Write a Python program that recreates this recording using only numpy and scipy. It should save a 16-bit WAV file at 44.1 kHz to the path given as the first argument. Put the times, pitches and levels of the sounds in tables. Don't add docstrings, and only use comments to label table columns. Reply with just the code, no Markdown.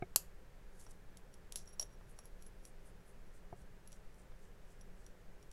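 import sys
import numpy as np
from scipy import signal
from scipy.fft import rfft, irfft, next_fast_len
from scipy.io import wavfile

SR = 44100
rng = np.random.default_rng(int(sys.argv[2]) if len(sys.argv) > 2 else 0)


def pcm_store(signal):
    levels = np.round(np.clip(np.atleast_2d(signal), -1, 1) * 32767)
    wavfile.write(sys.argv[1], SR, levels.astype(np.int16).T)


N = 243431
T = np.arange(SR // 4) / SR
MID_S = T.mean()
THREAD_S = 2.1


def amp(db):
    return 10 ** (np.asarray(db) / 20)


def unit(x):
    return x / np.sqrt(np.mean(x ** 2) + 1e-20)


def along(points, hz):
    f, v = np.transpose(points)
    return np.interp(np.log(hz + 1), np.log(f + 1), v)


def filtered(x, response):
    size = next_fast_len(len(x) + 8192)
    return irfft(rfft(x, size) * response(np.fft.rfftfreq(size, 1 / SR)), size)[:len(x)]


def noise(spectrum, size):
    return unit(filtered(rng.standard_normal(size), lambda hz: amp(along(spectrum, hz))))


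def narrow_noise(hz, half_width_hz, size):
    return unit(filtered(rng.standard_normal(size), lambda f: 1 / (1 + ((f - hz) / half_width_hz) ** 2)))


def fade(t60):
    return np.exp(-np.log(1000) * T / t60)


def swell(t, middle, sigma):
    return np.exp(-((t - middle) / sigma) ** 2 / 2)


def burst(spectrum, decay_s, rise_s):
    envelope = fade(decay_s) * (1 - np.exp(-T / rise_s))
    phase = np.angle(rfft(rng.standard_normal(len(T)) * envelope))
    colour = amp(along(spectrum, np.fft.rfftfreq(len(T), 1 / SR)))
    crack = irfft(colour * np.exp(1j * phase), len(T)) * fade(10 * decay_s)
    return crack * np.linalg.norm(envelope) / np.linalg.norm(crack)


def ring(modes, rise_s):
    tones = sum(amp(db) * np.sin(2 * np.pi * (hz * T + rng.random())) * fade(t60) for hz, db, t60 in modes)
    return tones * (1 - np.exp(-T / rise_s))


def add(track, start_s, sound):
    start = round(start_s * SR)
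    track[start:start + len(sound)] += sound[:len(track) - start]


# frequency in Hz, t60 in seconds.
ROOM_DECAY = [(200, 0.15), (2000, 0.29), (4600, 0.18), (7800, 0.21), (12000, .19), (16000, 0.1)]

def in_room(sound, near_db, tail_db, near_t60_s=0.054, delay_s=0.002):
    hz, t, spectra = signal.stft(rng.standard_normal(len(T)), SR, nperseg=256)
    decay = np.exp(-np.log(1000) * t / along(ROOM_DECAY, hz)[:, None])
    tail = signal.istft(spectra * decay, SR, nperseg=256)[1][:len(T)]
    near = rng.standard_normal(len(T)) * fade(near_t60_s)
    echoes = amp(near_db) * near / np.linalg.norm(near) + amp(tail_db) * tail / np.linalg.norm(tail)
    return signal.fftconvolve(sound, np.concatenate([[1], np.zeros(round(delay_s * SR)), echoes]))


# frequency in Hz, relative density in dB.
AIR_SPECTRUM = [(200, -23.5), (320, -8.5), (380, -1.5), (530, -2.5), (700, -7.5), (1000, -10.5),
                (1250, -11.5), (1650, -10), (2000, -13.5), (2800, -18.5), (4000, -22.5), (8000, -26),
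                (12000, -30.5), (15800, -33.5)]
RUMBLE_SPECTRUM = [(10, 2.5), (18, 4), (25, 0), (31, -3), (40, -7.5), (50, -9), (62, -15.5), (80, -18.5),
                   (120, -16), (160, -20.5), (200, -21), (235, -27), (330, -29), (500, -57.5)]
# centre in Hz, half width in Hz, level in dB.
DRONES = [(182.1, 6, -73.5), (406, 26, -78.5), (513, 4.2, -83.5), (12550, 120, -95.5)]

def background(air_db=-67.5, rumble_db=-53):
    drones = sum(amp(db) * narrow_noise(hz, half_width_hz, N) for hz, half_width_hz, db in DRONES)
    return amp(air_db) * noise(AIR_SPECTRUM, N) + amp(rumble_db) * noise(RUMBLE_SPECTRUM, N) + drones


# middle in seconds, sigma in seconds, level in dB.
BUMPS = [(0.073, 0.045, -64), (3.532, 0.0071, -62), (3.607, .026, -56.5)]
# frequency in Hz, relative density in dB.
THUD_SPECTRUM = [(25, -14), (50, -2), (80, 0), (130, -8), (250, -25), (600, -55)]

def hand_bumps():
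    t = np.arange(N) / SR
    return noise(THUD_SPECTRUM, N) * sum(amp(db) * swell(t, s, sigma_s) for s, sigma_s, db in BUMPS)


# start in seconds, relative level in dB, low-pass corner in Hz.
KNOCKS = [(.0230, -29, 4137), (3.5272, -37.5, 1430)]
# frequency in Hz, relative level in dB, t60 in seconds.
DESK_MODES = [(118.8, -1.5, 0.044), (376, -4.5, 0.0608), (420, -8.5, .05), (703, -0.5, 0.044),
              (840, -7.5, 0.022), (1250, -16.5, 0.037), (1590, -13, .025), (2191, -9.5, .04),
              (2310, -6.5, .02), (3780, -25.5, 0.024)]

def desk_knocks(gain_db=-4):
    track = np.zeros(N)
    for s, db, corner_hz in KNOCKS:
        lowpass = signal.butter(4, corner_hz, fs=SR, output="sos")
        wood = signal.sosfilt(lowpass, ring(DESK_MODES, rise_s=0.00028))
        add(track, s, in_room(amp(db + gain_db) * wood, near_db=-23, tail_db=-29.5))
    return track


# frequency in Hz, relative density in dB.
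RUB_SPECTRUM = [(1500, -20), (4000, -4.5), (6000, -1.5), (7500, -2.5), (10200, -2), (11500, -1.5),
                (15000, -24)]

def hiss(centre_hz, size, width_hz, grain_db=2.5, slips_per_s=450):
    rub = filtered(noise(RUB_SPECTRUM, size), lambda f: 1 / (1 + 2j * (f - centre_hz) / width_hz))
    slips = np.interp(np.arange(size) / SR * slips_per_s, np.arange(size), rng.standard_normal(size))
    return unit(amp(grain_db * slips) * rub)


# time in seconds, relative level in dB.
SLIDE_CURVES = [
    [(0.72, -91), (0.732, -83), (0.794, -73), (0.8, -63), (0.868, -75), (0.878, -83), (0.916, -63),
     (0.924, -81), (0.96, -87)],
    [(1.568, -55), (1.654, -83), (1.66, -62)],
]
SLIDE_HZ = [8760, 6000]

def pen_slides(gain_db=1.5):
    track = np.zeros(N)
    for curve, centre_hz in zip(SLIDE_CURVES, SLIDE_HZ):
        s, db = np.transpose(curve)
        t = np.arange(s[0], s[-1], 1 / SR)
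        envelope = amp(gain_db + np.interp(t, s, db))
        add(track, s[0], envelope * hiss(centre_hz, len(t), width_hz=4700))
    return track


# middle in seconds, level in dB.
TURNS = [(2.107, -72), (2.67, -68.5), (2.874, -70.5), (3.084, -72.5), (3.36, -73), (3.594, -75.5),
         (3.943, -75), (4.198, -75.5), (4.441, -76), (4.717, -75), (5.01, -78)]

def barrel_turns(start_hz=9440, sag_hz_per_s=680, scatter=0.047, sigma_s=0.019, slowing_per_s=0.14):
    track = np.zeros(N)
    for s, db in TURNS:
        elapsed_s = s - THREAD_S
        envelope = amp(db) * swell(T, MID_S, sigma_s * (1 + slowing_per_s * elapsed_s))
        centre_hz = (start_hz - sag_hz_per_s * elapsed_s) * (1 + scatter * rng.standard_normal())
        add(track, s - MID_S, envelope * hiss(centre_hz, len(T), width_hz=2300, grain_db=3))
    return track


# one mode's loose pitch in Hz, gripped pitch in Hz.
SLEEVE_HZ = [(5654, 5735), (5714, 5775), (11010, 11070), (11100, 11170), (15130, 15550)]
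# that mode's relative level in dB, t60 in seconds.
SLEEVE_RING = [(2, 0.015), (-20, 0.036), (1.5, 0.033), (-10, 0.061), (-22, 0.072)]
# time in seconds, the barrel's grip from 0 to 1.
GRIP = [(1.75, 0), (2.5, 0.63)]

def sleeve_modes(s, low_db, high_db, split_hz=8000):
    grip = np.clip(np.interp(s, *np.transpose(GRIP)), 0, 1)
    return [(loose + grip * (held - loose), db + (low_db if loose < split_hz else high_db), t60)
            for (loose, held), (db, t60) in zip(SLEEVE_HZ, SLEEVE_RING)]


def sleeve_song(s, high_db, gain_db=-1, half_width_hz=70):
    return sum(amp(db + gain_db) * narrow_noise(hz, half_width_hz, len(T))
               for hz, db, _ in sleeve_modes(s, 0, high_db))


# middle in seconds, sigma in seconds, relative level in dB.
PUSHES = [(1.34, .009, -77), (1.587, 0.023, -65.5), (1.691, 0.015, -67), (1.736, .008, -66),
          (1.819, .012, -51), (1.929, .02, -76.5)]

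def sleeve_scrapes(hiss_db=-7.5, hollow_db=-10.5, graze_db=-80.5, fade_db_per_s=3.5, regrip_db=-87):
    track = np.zeros(N)
    for s, sigma_s, db in PUSHES:
        push = sleeve_song(s, high_db=-4.5) + amp(hiss_db) * noise(CLICK_SPECTRUM, len(T))
        push += amp(hollow_db) * noise(BARREL_SPECTRUM, len(T))
        add(track, s - MID_S, amp(db) * push * swell(T, MID_S, sigma_s))
    for s in [row[0] for row in TICKS if row[0] > THREAD_S]:
        graze = sleeve_song(s, high_db=3) + amp(4) * hiss(6000, len(T), width_hz=4800)
        db = graze_db - fade_db_per_s * (s - THREAD_S)
        add(track, s - MID_S, amp(db) * graze * swell(T, MID_S, 0.019))
    for s, _ in TURNS:
        regrip = amp(regrip_db) * sleeve_song(s, high_db=0) * swell(T, MID_S, 0.01)
        add(track, s - 0.07 - MID_S, regrip)
    return track


# start in seconds, relative level in dB.
DULL_KNOCKS = [(0.8656, -59), (2.0102, -62.5), (2.1889, -59), (4.3185, -62)]
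# frequency in Hz, relative density in dB.
DULL_KNOCK_SPECTRUM = [(250, -15), (600, 2), (1200, -1), (2200, -14), (5000, -21), (12000, -45)]

def barrel_knocks(gain_db=6):
    track = np.zeros(N)
    for s, db in DULL_KNOCKS:
        knock = amp(db + gain_db) * burst(DULL_KNOCK_SPECTRUM, decay_s=0.023, rise_s=0.00048)
        add(track, s, in_room(knock, near_db=-10, tail_db=-19))
    return track


# start in seconds, relative level in dB, low-ring offset in dB, high-ring offset in dB.
TICKS = [(.8655, -72.5, 16, -14), (1.1712, -53, -24, -13), (1.34, -58, -15, -14), (1.5229, -43, -14, -22),
         (1.558, -37, -4.5, -6.5), (1.675, -60.5, 6, -9), (1.7963, -38.5, 12, -10), (1.8104, -48, 1, 5),
         (1.8266, -47.5, 8, -12), (2.1889, -53, 1, -9), (2.255, -61.5, -5, 5), (2.4234, -58.5, -4, -6),
         (2.464, -62, 0, 5), (2.652, -52.5, 0.5, -6), (3.8745, -59, -9, 1.5), (3.919, -58, -6, -8),
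         (3.9276, -56, -2, -20), (4.811, -63, 6, -1), (5.064, -57.5, 2.5, -18), (5.427, -63.5, 2, -12),
         (5.514, -58, -8, -16)]
# frequency in Hz, relative density in dB.
CLICK_SPECTRUM = [(800, -29), (2000, -15.5), (3100, -3), (4000, -4), (5200, -3), (7200, 0), (9000, -3.5),
                  (11000, 0.5), (12500, -15), (15500, -23)]
BARREL_SPECTRUM = [(200, -19), (400, -27), (600, 6.5), (760, -4), (1100, -8), (2000, -19.5), (4000, -20),
                   (9000, -57)]

def sleeve_ticks(click_db=10, ring_db=6, knock_db=-14, sharp_db=-38, faint_count=8):
    track = np.zeros(N)
    faint = [(rng.uniform(3.15, 5.45), *rng.normal([-73.5, 0, -8], 4)) for _ in range(faint_count)]
    for s, db, low_db, high_db in TICKS + faint:
        detune, t60_scale = (1 + 0.0084 * rng.standard_normal(), 0.86) if s > THREAD_S else (1, 1)
        modes = [(hz * detune, mode_db, t60 * t60_scale)
                 for hz, mode_db, t60 in sleeve_modes(s, low_db, high_db)]
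        metal = amp(ring_db) * ring(modes, rise_s=0.00092)
        stretch = amp(0.2 * (sharp_db - db))
        click = burst(CLICK_SPECTRUM, decay_s=0.0069 * stretch, rise_s=0.00046 * stretch)
        click *= amp(click_db) / np.sqrt(stretch)
        knock = amp(knock_db + 0.62 * low_db) * burst(BARREL_SPECTRUM, decay_s=0.024, rise_s=0.00017)
        hit = amp(db) * (metal + click + knock)
        add(track, s, in_room(hit, near_db=-10, tail_db=-19, near_t60_s=0.096, delay_s=0.001))
    return track


# start in seconds, relative level in dB.
SNAP_CONTACTS = [(0.16, -13), (0.163, -23)]
# frequency in Hz, relative level in dB, t60 in seconds.
PLASTIC_MODES = [(1020, -20, .01), (2780, -15, .018), (4610, -6, .02), (4930, -10, .02), (6400, -9, .016),
                 (6750, -8, .018), (7298, -6, .022), (7575, -7, .018), (8269, -6, .02), (8866, -5, .02),
                 (10040, -9, .02), (10364, -5, .018), (10692, -4, .017), (10991, -1, .021),
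                 (11407, -1, .019), (11826, -2, .018), (12075, -5, .016), (12700, -10, .015),
                 (13800, -12, .015)]
# frequency in Hz, relative density in dB.
CRACK_SPECTRUM = [(300, -14.5), (600, -7.5), (1100, -6.5), (1900, -23.5), (2800, -10.5), (3700, -14),
                  (4350, -0.5), (5500, -7), (7400, -0.5), (8800, -1), (9500, -7.5), (11300, 2),
                  (13200, -6.5), (15500, -20)]

def plastic_snap(crack_db=5.5, ring_db=-17):
    track = np.zeros(N)
    highpass = signal.butter(2, 240, "highpass", fs=SR, output="sos")
    for s, db in SNAP_CONTACTS:
        body = amp(ring_db) * ring(PLASTIC_MODES, rise_s=0.000246)
        crack = amp(crack_db) * burst(CRACK_SPECTRUM, decay_s=0.0045, rise_s=0.00025)
        hit = amp(db) * signal.sosfilt(highpass, crack + body)
        add(track, s, in_room(hit, near_db=-12, tail_db=-18, near_t60_s=0.072))
    return track


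def scene():
    contacts = plastic_snap() + sleeve_ticks() + barrel_knocks() + sleeve_scrapes()
    desk = desk_knocks() + hand_bumps()
    return (contacts + desk + pen_slides() + barrel_turns() + background())[None]


def record(dry):
    top_hz = 15900
    return np.array([filtered(channel, lambda hz: 1 / (1 + (hz / top_hz) ** 120)) for channel in dry])


dry = scene()
out = record(dry)
pcm_store(out)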